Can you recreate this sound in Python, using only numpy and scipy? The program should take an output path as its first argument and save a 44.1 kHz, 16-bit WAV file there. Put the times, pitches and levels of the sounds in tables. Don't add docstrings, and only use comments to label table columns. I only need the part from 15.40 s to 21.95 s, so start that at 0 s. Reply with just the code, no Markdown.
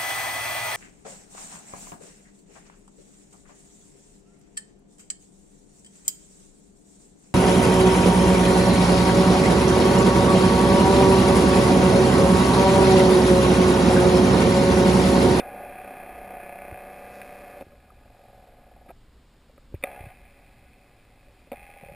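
import sys
import numpy as np
from scipy import signal
from scipy.fft import rfft, irfft, next_fast_len
from scipy.io import wavfile
from scipy.ndimage import uniform_filter1d, map_coordinates

SR = 44100
rng = np.random.default_rng(int(sys.argv[2]) if len(sys.argv) > 2 else 0)


def transcribe(u):
    v = np.clip(np.atleast_2d(u).T, -1, 1)
    q = np.round(v * 32767).astype(np.int16)
    wavfile.write(sys.argv[1], SR, q)


def nominal_scale(level):
    x = np.asarray(level, float) / 20
    return 10 ** x


N = 288841
t = np.arange(N) / SR

# (frequency [Hz], level per Hz [dB])
RUMBLE = [(7.1, -33), (12, -1), (44, -1.5), (70, -3), (87, -17.5), (114, -8.5), (145, -19.5), (214, -15),
          (245, -14.5), (300, -20), (390, -46), (660, -120)]
# (frequency [Hz], level per Hz [dB])
HISS = [(59, -34), (100, -4.5), (167, -7.5), (192, -13.5), (394, -12), (670, -15.5), (1160, -19.5),
        (2550, -24), (3780, -25.5), (5140, -29.5), (6000, -37), (7800, -68), (13200, -120)]
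# (frequency [Hz], width [Hz], level [dB])
PUMP = [(58.6, 7.7, -66.5)]
# (time [s], half length [s], change [dB])
SURGES = [
    (1.9, 0.5, 1),
    (3.263, 0.12, 2.5),
    (4.45, 0.18, 1),
    (6.1, 0.76, -2),
]
WATER_DB, HISS_DB = -56, -62.5

# (time [s], peak [dB], pitch [Hz], snap [dB])
BUMPS = [(1.324, -32.5, 77.4, -6), (2.267, -44, 88.8, -2.5), (4.342, -25.5, 82.4, -5),
         (4.607, -35, 76, -12), (4.639, -35, 61.9, -33), (4.666, -35, 102, -29), (6.429, -43.5, 156, -12),
         (6.46, -46, 61.9, -7), (6.486, -48, 182, -16), (6.502, -49, 61.9, -13), (6.519, -43, 147, -9),
         (6.54, -50, 61.9, -11)]
# (time [s], peak [dB], hull [dB], float over hull [dB], drone over hull [dB])
CLICKS = [(2.21, -37, 5, -5.5, -4.5), (2.221, -54.5, 14.5, -14, 3), (3.481, -58, -2, 8, -2),
          (3.5045, -44, -6, 13, -5), (3.512, -52, 1.5, 9.5, -18), (4.096, -63, 14, -7, -16),
          (4.438, -13.5, -8, -8.5, -10.5), (6.072, -58, 7, -13, -3), (6.1174, -31, 2.5, -6, -3),
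          (6.1215, -31, -2.2, -1.5, -3), (6.13, -35.5, 5.5, -12, -15), (6.1384, -43, 0, 7, 1.5),
          (6.4355, -42.5, 1, 0, -17), (6.462, -50, 8, -12, -14), (6.485, -54, 9.5, -13, -13),
          (6.4957, -50.5, 12, -12, -29), (4.3444, -56.5, 14, -17, 1)]
# (time [s], peak [dB], hull [dB], latch [dB], length [s])
RATTLES = [(.001, -23, -7, -20, 0.0064), (1.816, -30, -19, -26, 0.0034), (2.319, -56, 8, 4, .0014),
           (2.503, -56.5, -12, 13, .0012), (3.489, -41, 2, -2.5, 0.013), (4.1784, -52.5, 6, 1, .0013),
           (4.323, -57, 10.5, -11, .0023), (4.347, -41, -28, -23, 0.01), (4.4112, -46, -9, -16, 0.0022),
           (4.426, -33, -4.5, -4, 0.017)]
# (frequency [Hz], width [Hz], level [dB])
SHELL = [(1624, 69, 5.5), (1980, 190, 3.5), (2400, 425, 7), (3600, 190, -5.5), (4470, 490, -18.5)]
CLICK_S = .0015
CLICK_LATCH_DB, RATTLE_DRONE_DB, RATTLE_FLOAT_DB = -15, -1.5, -11.5

# (frequency [Hz], width [Hz], level [dB])
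DRONE = [(196, 20, -0.5), (266.7, 48, -1.5), (372, 86, -2), (132, 100, -14)]
HULL = [(482, 64, -4), (569.8, 60, 7)]
FLOAT = [(704, 123, -8), (746, 43, -2.5)]
UPPER_FLOAT = [(801.4, 46.3, 0.5)]
CASE = [(2089, 350, -1), (2300, 21, 2.5), (2453, 167, 3.15), (2600, 134, -0.7), (3140, 200, -15.5),
        (3370, 195, -15), (4050, 510, -24), (4630, 180, -26.5), (5650, 310, -29)]
LOWER_CASE = [(1103, 430, -5), (1233.5, 61, 2), (1470, 73, 2), (1663, 117, 3.5)]

# (on [s], off [s])
SWITCH = [
    (-.1, 2.228),
    (2.228, 3.515),
    (4.44, 4.75),
    (4.75, 6.115),
    (6.14, 6.7),
]
# (time [s], speed [turns/s])
SHAFT = [
    [(0.0, 34.35), (0.62, 32.13), (0.71, 32.93), (1.12, 31.74), (1.68, 33.15), (2.21, 32.21)],
    [(2.25, 20.25), (2.68, 22.41), (3.15, 20.56), (3.48, 20.44)],
    [(4.47, 22.76), (4.74, 19.96)],
    [(4.76, 22.66), (5.28, 19.85), (6.1, 18.03)],
    [(6.15, 14.23), (6.54, 13.2)],
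]
# (shaft angle [sixths of a turn], level [dB])
KNOCKS = [
    [(.25, 7.5), (1.3, -4.5), (2.6, -12.5), (3.7, -7), (4.6, -5), (5.4, -10)],
    [(.15, .5), (2.2, -12), (4.1, 0)],
    [(.5, 2.5), (2.45, 1), (4.5, -1.5)],
    [(.2, 0), (1.1, -3), (2.75, 0), (3.7, -1.5)],
    [(0, 0), (2.05, 1), (3.95, -3)],
]
# (shaft angle [sixths of a turn], level [dB])
BUZZES = [
    [(.8, 8.5), (1.8, -3.7), (2.8, 7.5), (3.9, -1), (4.8, 3), (5.8, 7)],
    [(.9, 1), (2.7, -8), (4.1, -1.8)],
    [(.2, 8.5), (2.2, .1), (3.5, -20), (4.3, 3)],
    [(.6, 2), (1.65, 4.5), (2.7, -13), (3.85, 2), (4.8, -2), (5.8, -3)],
    [(.8, .1), (1.8, -1.5), (2.75, -1.5), (3.85, -1), (4.85, -1.5), (5.7, -8)],
]
# (drone [dB], hull [dB], float [dB], brushes [dB])
FRESH = [(-50.5, -45.5, -41.5, -49), (-67.5, -68, -64, -66), (-55.5, -48.5, -44, -49),
         (-69.5, -62.5, -61, -58), (-66.5, -62.5, -54.5, -53.5)]
# (drone [dB], hull [dB], float [dB], brushes [dB])
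FADED = [(-5, -3.5, -8, -3), (-1.5, 7, 6, -2.5), (-11.5, -15.5, -13, -9), (-3, -8.5, -8, -10.5),
         (-5, 12.5, 0.5, -3.5)]
BEND = [1.36, 1.3, 1.8, 0.46, 1.34]
# (lower case [dB], upper float [dB])
FACING = [(2, -6), (2, -8), (-3, -6), (-5.5, -5.5), (-8, 1.5)]
HULL_LEAD = [.0048, 0, 0, 0, 0]
RIDING = [(.08, .17, .5), (.12, .75, 1), (.2, .8, .8), (.4, .55, .7), (.08, .35, 1)]
# (time [s], half length [s], extra knock roughness [0-1], buzz roughness [0-1], unevenness [0-1])
CHATTER = [
    (0, 1.05, .4, .45, .15),
    (2.3, .3, .5, .1, -.4),
]
# (time [s], half length
# [s], hull [dB], float [dB])
SWINGS = [
    (0.622, .2, -4.5, -1),
    (1.05, 0.33, -0.5, 2),
    (2.33, 0.064, 10, .5),
    (2.903, 0.24, 6.5, 5),
    (5.897, 0.032, 10.5, 0),
]
# (shaft angle [sixths of a turn], level [dB])
RAP = (5.85, -54.5)
# (time [s], half length [s], change [dB])
RAPPING = [
    (.5, .25, -4),
    (1.18, .26, 0),
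]
# (time [s], level [dB])
TICKS = [(1.4, -74.5), (1.5, -71), (1.68, -69), (1.74, -63), (1.9, -66.5), (2.2, -69.5)]

HOLD_HZ = 12000


def unit(x):
    return x / np.sqrt(np.mean(x ** 2) + 1e-20)


def steady(x):
    power = np.abs(uniform_filter1d(x * x, size=SR // 4))
    return x / np.sqrt(power + 1e-20)


def swell(s, half):
    return np.exp(-((t - s) / half) ** 2)


def wobble(rate):
    knots = rng.standard_normal(int(N * rate / SR) + 4)
    return map_coordinates(knots, [t * rate])


def filtered(x, gain, causal=False):
    size = 2 * next_fast_len(N // 2 + 8192)
    response = gain(np.fft.rfftfreq(size, 1 / SR))
    if causal:
        cepstrum = irfft(np.log(response + 1e-6), size)
        cepstrum[1:size // 2] *= 2
        cepstrum[size // 2 + 1:] = 0
        response = np.exp(rfft(cepstrum))
    return irfft(rfft(x, size) * response, size)[..., :N]


def ring(x, modes):
    def gain(f):
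        power = 0
        for hz, width, db in modes:
            power = power + (nominal_scale(db) / (1 + (2 * (f - hz) / width) ** 2)) ** 2
        return np.sqrt(power)

    return filtered(x, gain, causal=True)


def noise(points):
    hz, db = np.transpose(points)
    gain = lambda f: nominal_scale(np.interp(np.log(f + 1), np.log(hz), db))
    return unit(filtered(rng.standard_normal(N), gain))


def water():
    stir_db = WATER_DB + sum(db * swell(s, half) for s, half, db in SURGES)
    rumble = nominal_scale(stir_db) * unit(nominal_scale(wobble(8)) * noise(RUMBLE))
    pump = nominal_scale(PUMP[0][2]) * unit(ring(rng.standard_normal(N), PUMP))
    hiss = nominal_scale(HISS_DB + 0.78 * wobble(4.5)) * noise(HISS)
    return rumble + pump + hiss


def bumps():
    out = np.zeros(N + SR)
    u = np.arange(SR // 10) / SR
    push_shape = np.exp(-u / 0.0065) * (1 - np.exp(-u / 0.0028))
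    snap_shape = np.exp(-u / 0.0016) * (1 - np.exp(-u / 0.0015))
    quick_start = 1.5 * (1 - np.exp(-u / 0.0011))
    for s, db, hz, snap_db in BUMPS:
        push = np.sin(2 * np.pi * hz * u + quick_start) * push_shape
        snap = nominal_scale(snap_db + 7.5) * np.sin(2 * np.pi * 340 * u) * snap_shape
        out[round(s * SR):][:len(u)] += nominal_scale(db + 8) * (push + snap)
    return out[:N]


def clicks():
    rows = []
    for s, db, hull, over, drone in CLICKS:
        rows.append((s, db, CLICK_S, hull + drone, hull, hull + over, CLICK_LATCH_DB))
    for s, db, hull, latch, length in RATTLES:
        rows.append((s, db, length, hull + RATTLE_DRONE_DB, hull, hull + RATTLE_FLOAT_DB + 1.5, latch))

    drives = np.zeros((5, 2, N + SR))
    drives[:, 1, 0] = 1
    u = np.arange(SR // 20) / SR
    for s, db, length, *balance_db in rows:
        rattle = 0.15 * rng.standard_normal(len(u)) * np.exp(-u / length)
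        rattle[0] = 1
        rattle /= np.linalg.norm(rattle)
        push = rattle if length > CLICK_S else u == 0
        pushes = np.array([push, push, push, push, rattle])
        levels = nominal_scale(db - 2.5 + np.c_[[*balance_db, 0]])
        drives[:, 0, round(s * SR):][:, :len(u)] += levels * pushes

    # (frequency [Hz], width [Hz], level [dB])
    bodies = ([(264, 132, 1.7), (378, 79, -1.0)], [(563, 110, 0)], [(713, 213, 0)], [(1240, 156, 0)], SHELL)
    out = np.zeros(N)
    for db, drive, body in zip((1.5, 1.5, 4.5, -1.0, 0), drives, bodies):
        sound, blow = ring(drive[:, :N], body)
        out += nominal_scale(db) * sound / np.abs(blow).max()
    return out


def contacts(shaft, pattern, rough, uneven, lead_s, puff_s, drift_db):
    s, speed = np.transpose(shaft)
    speed = np.interp(t, s, speed)
    turns = np.cumsum(speed) / SR
    turns += lead_s * speed - turns[round(s[0] * SR)]
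    blows, puffs = np.zeros(N), np.zeros(N)
    for sixths, db in pattern:
        since = (turns - sixths / 6) % 1
        size = nominal_scale(uneven * db + drift_db * wobble(rate=6))
        blows += size * (np.diff(since, prepend=0) < -.5)
        puffs += size * (0.25 + np.exp(-since / speed / puff_s))
    hiss = unit(puffs * rng.standard_normal(N))
    return np.sqrt(1 - rough) * unit(blows) + np.sqrt(rough) * hiss


def loose_rap():
    sixths, rap_db = RAP
    rap = contacts(SHAFT[0], [(sixths, 0)], .45, 1, lead_s=.0008, puff_s=.003, drift_db=1.5)
    level = sum(nominal_scale(rap_db + db) * swell(s, half) for s, half, db in RAPPING)
    return level * steady(ring(rap, LOWER_CASE + CASE[:4]))


def brush_ticks():
    ticks = contacts(SHAFT[0], BUZZES[0], .6, 1, lead_s=.0005, puff_s=.0006, drift_db=2)
    s, db = np.transpose(TICKS)
    return nominal_scale(np.interp(t, s, db)) * steady(ring(ticks, [(3950, 7700, 0)]))


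def motors():
    starts, stops = np.transpose(SWITCH)
    spell = np.searchsorted(starts, t) - 1
    done = np.clip((t - starts[spell]) / (stops - starts)[spell], 0, 1) ** np.array(BEND)[spell]
    levels = np.transpose(FRESH)[:, spell] + np.transpose(FADED)[:, spell] * done
    for s, half, hull_db, float_db in SWINGS:
        levels[1:3] += np.c_[[hull_db, float_db]] * swell(s, half)

    riding = np.transpose(RIDING)[:, spell]
    for s, half, *extra in CHATTER:
        riding = riding + np.c_[extra] * swell(s, half)
    knock_rough, buzz_rough, uneven = riding

    knocks = [contacts(shaft, pattern, knock_rough, uneven, lead_s=0.00302, puff_s=0.0059, drift_db=2.7)
              for shaft, pattern in zip(SHAFT, KNOCKS)]
    buzzes = [contacts(shaft, pattern, buzz_rough, uneven, lead_s=.0008, puff_s=0.0045, drift_db=1.4)
              for shaft, pattern in zip(SHAFT, BUZZES)]
    knock, buzz = np.choose(spell, knocks), np.choose(spell, buzzes)
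    lead = (np.array(HULL_LEAD)[spell] * SR).astype(int)
    early_knock = knock[np.minimum(np.arange(N) + lead, N - 1)]

    lower, upper = nominal_scale(np.transpose(FACING)[:, spell])
    drone = ring(knock, DRONE)
    hull = ring(early_knock, HULL)
    floating = ring(knock, FLOAT) + upper * ring(knock, UPPER_FLOAT)
    case = ring(buzz, CASE) + lower * ring(buzz, LOWER_CASE)
    hum = sum(nominal_scale(db) * steady(body) for db, body in zip(levels, (drone, hull, floating, case)))

    ramps = [np.minimum(t - a, b - t) / .006 + .5 for a, b in SWITCH]
    on = np.clip(np.clip(ramps, 0, 1).sum(0), 0, 1)
    return on * (hum + loose_rap()) + (spell == 0) * brush_ticks()


def scene():
    return np.tile(water() + bumps() + clicks() + motors(), (2, 1))


def roll_off(x):
    return signal.sosfilt(signal.butter(12, 15900, fs=SR, output="sos"), x)


def record(dry):
    def hold(f):
        return np.sinc(f / HOLD_HZ) / np.sinc(f / (4 * HOLD_HZ))

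    def band_limit(f):
        return (f < HOLD_HZ / 2) / np.sqrt(1 + (f / 5750) ** 40) / np.maximum(hold(f), .5)

    base = filtered(dry, band_limit)
    mirrored = base * (1 + 2 * np.cos(2 * np.pi * HOLD_HZ * t + 2.0))
    held = filtered(mirrored, lambda f: hold(f) * (f < 15320))
    side = nominal_scale(-80.5) * noise([(20, -120), (60, -7.5), (3000, -8.0), (4500, -3.5), (5800, -17),
                               (7000, -9.5), (9400, -16.5), (9600, -120)])
    return roll_off(held + [[1], [-1]] * side)


dry = scene()
out = record(dry)
transcribe(out)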